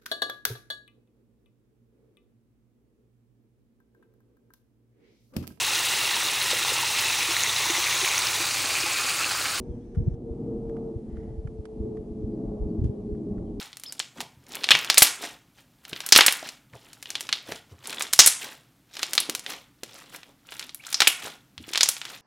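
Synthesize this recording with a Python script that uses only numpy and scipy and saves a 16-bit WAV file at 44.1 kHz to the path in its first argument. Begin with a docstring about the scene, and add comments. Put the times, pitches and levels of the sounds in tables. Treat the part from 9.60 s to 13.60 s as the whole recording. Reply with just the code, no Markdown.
"""Distant plane over a pine wood

A propeller plane drones far away. Its pitch sinks as it passes (the Doppler effect),
and its roar swells in the moving air. Close by, a hand-held camera rumbles and takes
soft low bumps, its casing ticks, a finger slides on it, and its zoom motor whirrs for
the first half second. Small birds chip very faintly over a thin, even hiss."""
import sys
import numpy as np
from scipy import signal
from scipy.fft import rfft, irfft
from scipy.io import wavfile
from scipy.ndimage import uniform_filter1d, map_coordinates

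SR = 44100
rng = np.random.default_rng(int(sys.argv[2]) if len(sys.argv) > 2 else 0)


def waveform_to_disk(signal):
    """Save audio, clipped to [-1, 1], as 16-bit WAV at the path in sys.argv[1]."""
    frames = np.transpose(np.atleast_2d(signal))
    scaled = np.clip(frames, -1, 1) * 32767
    samples = np.round(scaled).astype(np.int16)
    wavfile.write(sys.argv[1], SR, samples)


N = 4 * SR
OPPOSITE = np.array([[1], [-1]])  # adds to the left ear, takes from the right


def gain(db):
    """Turn decibels into a number to multiply by."""
    return 10 ** (np.asarray(db) / 20)


def curve(rows):
    """Join points in time with straight lines."""
    return np.interp(np.arange(N) / SR, *np.array(rows).T)


def noise(colour):
    """Noise of strength 1; its colour says how strong the low and high pitches are."""
    hz, db = np.array(colour).T
    all_hz = np.arange(N // 2 + 1) * SR / N
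    shape_db = np.interp(np.log(np.maximum(all_hz, 1)), np.log(hz), db)
    sound = irfft(rfft(rng.standard_normal(N)) * gain(shape_db), N)
    return sound / sound.std()


def stereo_noise(colour, width):
    """Noise that differs more between the ears as width grows."""
    return noise(colour) + width * noise(colour) * OPPOSITE


def pan(db):
    """Make the left ear db louder than the right."""
    return gain(db * OPPOSITE / 2)


def wander(hz):
    """A smooth random wobble of about 1 either way; more hz makes it faster."""
    span = int(SR / hz)
    wobble = uniform_filter1d(rng.standard_normal(N), span, mode="wrap")
    wobble = uniform_filter1d(wobble, span // 2, mode="wrap")
    return (wobble - wobble.mean()) / wobble.std()


# Colour of the hiss: pitch_hz, level_db
HISS_COLOUR = [(500, 6), (1200, 6), (2000, 4.5), (3000, 2.8), (4500, 1.6), (7000, -.8), (11000, -2.2)]
# Loudness of the hiss: time_s, level_db
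HISS_LEVEL = [(0, -75.5), (.55, -78), (.58, -80), (.67, -76.5), (.75, -75), (1.0, -74), (4, -74)]
def hiss():
    """A thin hiss that dips briefly after the zoom stops."""
    return stereo_noise(HISS_COLOUR, width=0.64) * gain(curve(HISS_LEVEL))


# Bird calls: start_s, length_s, start_hz, end_hz, level_db
BIRD_CHIPS = [(.08, .09, 3550, 2950, -78), (.2, .06, 3250, 3600, -79), (1.78, .04, 4850, 4550, -79),
              (2.71, .05, 4850, 4650, -79), (3.09, .04, 4550, 4350, -79), (3.47, .04, 4250, 4350, -82),
              (3.82, .12, 3450, 2750, -82)]
def birds(t):
    """Far birds give thin, slightly rough chips that glide in pitch."""
    out, waver_hz = np.zeros(N), 89 * wander(300)
    for start_s, length_s, start_hz, end_hz, level_db in BIRD_CHIPS:
        progress = np.clip((t - start_s) / length_s, 0, 1)
        pitch_hz = start_hz + (end_hz - start_hz) * progress + waver_hz
        whistle = np.sin(2 * np.pi * np.cumsum(pitch_hz) / SR)
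        out += gain(level_db) * np.sin(np.pi * progress) * whistle
    return out


# Colour of the whirr: pitch_hz, level_db
ZOOM_COLOUR = [(900, -20), (1350, -4), (1650, 5), (1950, -4), (2300, -1), (2800, -8), (4900, -13),
               (5600, -1), (5900, -5), (6250, 0), (6800, -20), (8000, -18), (8500, -8), (9300, -22)]
def zoom_motor(t, level_db=-78, stop_s=0.553):
    """The small motor whirrs faintly, then stops dead."""
    return stereo_noise(ZOOM_COLOUR, width=0.99) * gain(level_db) * (t < stop_s)


# Colour of the rubbing: pitch_hz, level_db
SLIDE_COLOUR = [(1000, -17), (1500, -3), (1750, -5.5), (1950, 3), (2150, -8), (2500, -18.5), (3100, -11.5),
                (4000, -27), (5400, -17), (7000, -25), (11000, -33)]
def finger_slide(t, level_db=-70.5, peak_s=1.614, spread_s=0.095):
    """A finger rubs over the casing with a brief, grainy sound."""
    swell = np.exp(-0.5 * ((t - peak_s) / spread_s) ** 2)
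    return stereo_noise(SLIDE_COLOUR, width=0.73) * gain(level_db + 1.6 * wander(50)) * swell


# Colour of the casing's ring: pitch_hz, level_db
RING_COLOUR = [(500, 5), (1000, -1.5), (1450, 4.5), (1750, -0.5), (2050, -0.5), (2600, -13.5),
               (3300, -22.5), (4500, -42), (11000, -43)]
# Colour of the crack on top: pitch_hz, level_db
CRACK_COLOUR = [(1500, -14), (2800, -2), (3250, 2.5), (3800, -5.5), (6000, -5), (8000, -7.5), (11000, -8.5)]
# Ticks: start_s, level_db, left_over_right_db, decay_s, treble_db
TICKS = [(.347, -55, -12, 0.0039, -6), (0.352, -54, -1, .007, -5.5), (0.54, -58.5, -4, 0.0012, 2),
         (1.094, -47.5, 1, 0.0025, -7.5), (1.165, -51, -8, 0.0042, -12), (1.568, -49.5, -3, 0.0041, -10),
         (1.631, -56, -15, 0.0025, -10.5), (1.872, -43, -5, 0.0023, -11.5),
         (2.053, -44.5, -6.5, 0.0033, -1), (2.369, -49.5, 1.5, 0.0038, -7), (3.239, -61.5, -2, 0.022, 10),
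         (3.548, -65, -16, 0.0054, -6), (3.78, -60, -18, 0.0018, -11)]
def casing_ticks(t, rise_s=0.0028, trim_db=-1.5, crack_db=-8.5):
    """The plastic casing ticks: a short, dry ring with a bright crack."""
    ring, crack = stereo_noise(RING_COLOUR, width=0.53), stereo_noise(CRACK_COLOUR, width=1)
    out = np.zeros((2, N))
    for start_s, level_db, pan_db, decay_s, treble_db in TICKS:
        near = (t >= start_s) & (t < start_s + 0.2)
        age_s = t[near] - start_s
        rise = np.minimum(age_s / rise_s, 1)
        fade = np.exp(-np.maximum(age_s - rise_s, 0) / decay_s)
        tick = ring[:, near] + gain(crack_db + treble_db) * crack[:, near]
        out[:, near] += pan(pan_db) * gain(level_db + trim_db) * rise * fade * tick
    return out


# Colour of the rumble: pitch_hz, level_db
RUMBLE_COLOUR = [(10, -14.5), (25, 2.5), (45, 11), (80, 0), (130, 3.5), (200, -7.5), (400, -44.5),
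                 (1500, -100)]
def rumble(level_db=-44, flicker_db=3):
    """Air and hands on the microphone make a low, uneven rumble."""
    return stereo_noise(RUMBLE_COLOUR, width=0.16) * gain(level_db + flicker_db * wander(7.1))


# Soft knocks on the camera: peak_s, level_db, pitch_hz
BUMPS = [(.108, -25.5, 63), (0.376, -17, 135), (.388, -16.5, 76), (0.407, -18.5, 110), (0.428, -23.5, 60),
         (0.473, -21, 75.6), (0.483, -13, 122.7), (0.522, -26.5, 57), (0.543, -26, 108), (.715, -27, 65),
         (1.366, -24.5, 90), (1.541, -28, 55), (1.585, -28, 70), (1.686, -32.5, 75), (1.792, -25.5, 62),
         (1.856, -24.5, 108), (1.887, -31.5, 50.7), (1.999, -26, 71), (2.211, -23.5, 65), (2.243, -32, 65),
         (2.401, -35, 71.4), (2.518, -32, 54.7), (2.645, -23.5, 89), (3.011, -26.5, 55), (3.029, -23, 40.6),
         (3.065, -25, 60.5), (3.194, -19.5, 78), (3.222, -17.5, 95), (3.242, -17.5, 121), (3.257, -15, 89),
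         (3.274, -27, 70), (3.3, -21.5, 115), (3.529, -26, 57), (3.849, -35, 60)]
def bumps(t, trim_db=0.5, spread_cycles=0.43):
    """Each bump shoves and twists the pair of microphones for a swing or two."""
    out = np.zeros((2, N))
    for peak_s, level_db, pitch_hz in BUMPS:
        near = np.abs(t - peak_s) < 0.1
        cycles = (t[near] - peak_s) * pitch_hz
        shove = np.cos(2 * np.pi * cycles)
        direction = np.sign(rng.random() - 0.5)
        twist = 0.32 * direction * np.sin(2 * np.pi * cycles * 1.37)
        swell = np.exp(-0.5 * (cycles / spread_cycles) ** 2)
        out[:, near] += gain(level_db + trim_db) * swell * (shove + twist * OPPOSITE)
    return out


# The strongest propeller tone, sinking as the plane passes: time_s, pitch_hz
PLANE_PITCH = [(0, 475.5), (.5, 464.5), (1, 455.8), (1.5, 446), (2, 438), (2.5, 431), (3, 422.3),
               (3.5, 417), (4, 410.5)]
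def doppler(sound):
    """Play a sound ever more slowly, so that it sinks with the plane's pitch."""
    pitch_hz = curve(PLANE_PITCH)
    position = np.cumsum(pitch_hz / pitch_hz.mean())
    return np.array([map_coordinates(ear, [position], mode="grid-wrap") for ear in sound])


# Colour of the rush, midway through the pass: pitch_hz, level_db
RUSH_COLOUR = [(200, -35), (450, -1.5), (520, -4), (570, -0.5), (635, -6), (695, -3.5), (760, -10.5),
               (830, -8.5), (1000, -20.5), (1200, -23), (1450, -36.5), (2500, -56.5), (6000, -92)]
# Loudness of the rush: time_s, level_db
RUSH_LEVEL = [(0, -58.5), (.25, -62.5), (.6, -60), (.8, -57), (.97, -51.5), (1.15, -53), (1.4, -57),
              (1.6, -58.5), (2.03, -58), (2.27, -54), (2.5, -55.5), (2.87, -52), (3.15, -50.5), (3.45, -54),
              (3.8, -49.5), (4, -53)]
def air_rush(trim_db=1, flicker_db=1.5):
    """Air flowing over the plane makes a wide rush that flickers in the wind."""
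    rush = doppler(stereo_noise(RUSH_COLOUR, width=0.49))
    return rush * gain(curve(RUSH_LEVEL) + trim_db + flicker_db * wander(7.2))


# Colour of the roar midway, with dips from the echo off the ground: pitch_hz, level_db
ROAR_COLOUR = [(60, -27.5), (125, -1.5), (170, -8.5), (218, 6), (245, 0), (283, -6.5), (335, 0), (365, -5),
               (398, -9.5), (445, -5.5), (480, -14.5), (530, -28.5), (900, -58.5), (3000, -110)]
# Loudness of the roar: time_s, level_db
ROAR_LEVEL = [(0, -43), (.22, -43.5), (.5, -43), (.75, -37), (.94, -32), (1.15, -38.5), (1.4, -42.5),
              (1.7, -43), (2.05, -47), (2.26, -37.5), (2.5, -41.5), (2.72, -34.5), (2.89, -31.5),
              (3.0, -39.5), (3.14, -33.5), (3.45, -39), (3.65, -35.5), (4, -40.5)]
def exhaust_roar(trim_db=1.3, flicker_db=2):
    """The exhaust makes a low roar that swells and flickers in the wind."""
    roar = doppler(stereo_noise(ROAR_COLOUR, width=0.07))
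    return roar * gain(curve(ROAR_LEVEL) + trim_db + flicker_db * wander(7.2))


# Tones in the drone: multiple_of_blade_rate, relative_level_db
BLADE_TONES = [(1, -17.5), (2, -18.5), (3, -13.5), (4, -0.5), (5, -24.5), (6, -34)]
# Loudness of the drone as the air lets it through: time_s, level_db
DRONE_LEVEL = [(0, -53.5), (.07, -51.5), (.14, -46.5), (.32, -59.5), (.43, -38), (.56, -51), (.7, -37.5),
               (.82, -49), (.89, -33.5), (1.15, -40), (1.4, -44), (1.5, -60), (1.57, -43), (2.0, -46.5),
               (2.15, -47), (2.25, -36.5), (2.42, -39.5), (2.5, -47), (2.6, -41), (3.0, -40), (3.27, -48.5),
               (3.41, -40.5), (3.62, -41.5), (3.85, -52), (4, -46)]
def propeller(trim_db=-0.5, flutter=0.47, flutter_hz=20, width=0.2):
    """The beating blades make a stack of tones, each fluttering on its way through the air."""
    blade_hz = curve(PLANE_PITCH) / 4  # the strongest tone is four times the blade rate
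    phase = 2 * np.pi * np.cumsum(blade_hz) / SR
    out = np.zeros((2, N))
    for multiple, level_db in BLADE_TONES:
        # complex numbers (1j) let the air shake both loudness and timing
        air = 1 + flutter * (wander(flutter_hz) + 1j * wander(flutter_hz))
        ears = 1 + 1j * width * wander(flutter_hz) * OPPOSITE
        tone = np.exp(1j * (multiple * phase + 2 * np.pi * rng.random()))
        out += gain(level_db) * np.real(air * ears * tone)
    return np.sqrt(2) * out * gain(curve(DRONE_LEVEL) + trim_db)


def scene():
    """Add up the far plane, the nearby camera, the birds and the hiss."""
    t = np.arange(N) / SR
    plane = (propeller() + exhaust_roar() + air_rush()) * pan(0.5)
    camera = rumble() + bumps(t) + casing_ticks(t) + zoom_motor(t) + finger_slide(t)
    return plane + camera + birds(t) + hiss()


def record(dry, top_hz=11000):
    """Cut away the highest treble with a steep filter."""
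    low_pass = signal.ellip(8, 0.1, 50, top_hz, fs=SR, output="sos")
    return signal.sosfiltfilt(low_pass, dry, padlen=2000)


dry = scene()
out = record(dry)
waveform_to_disk(out)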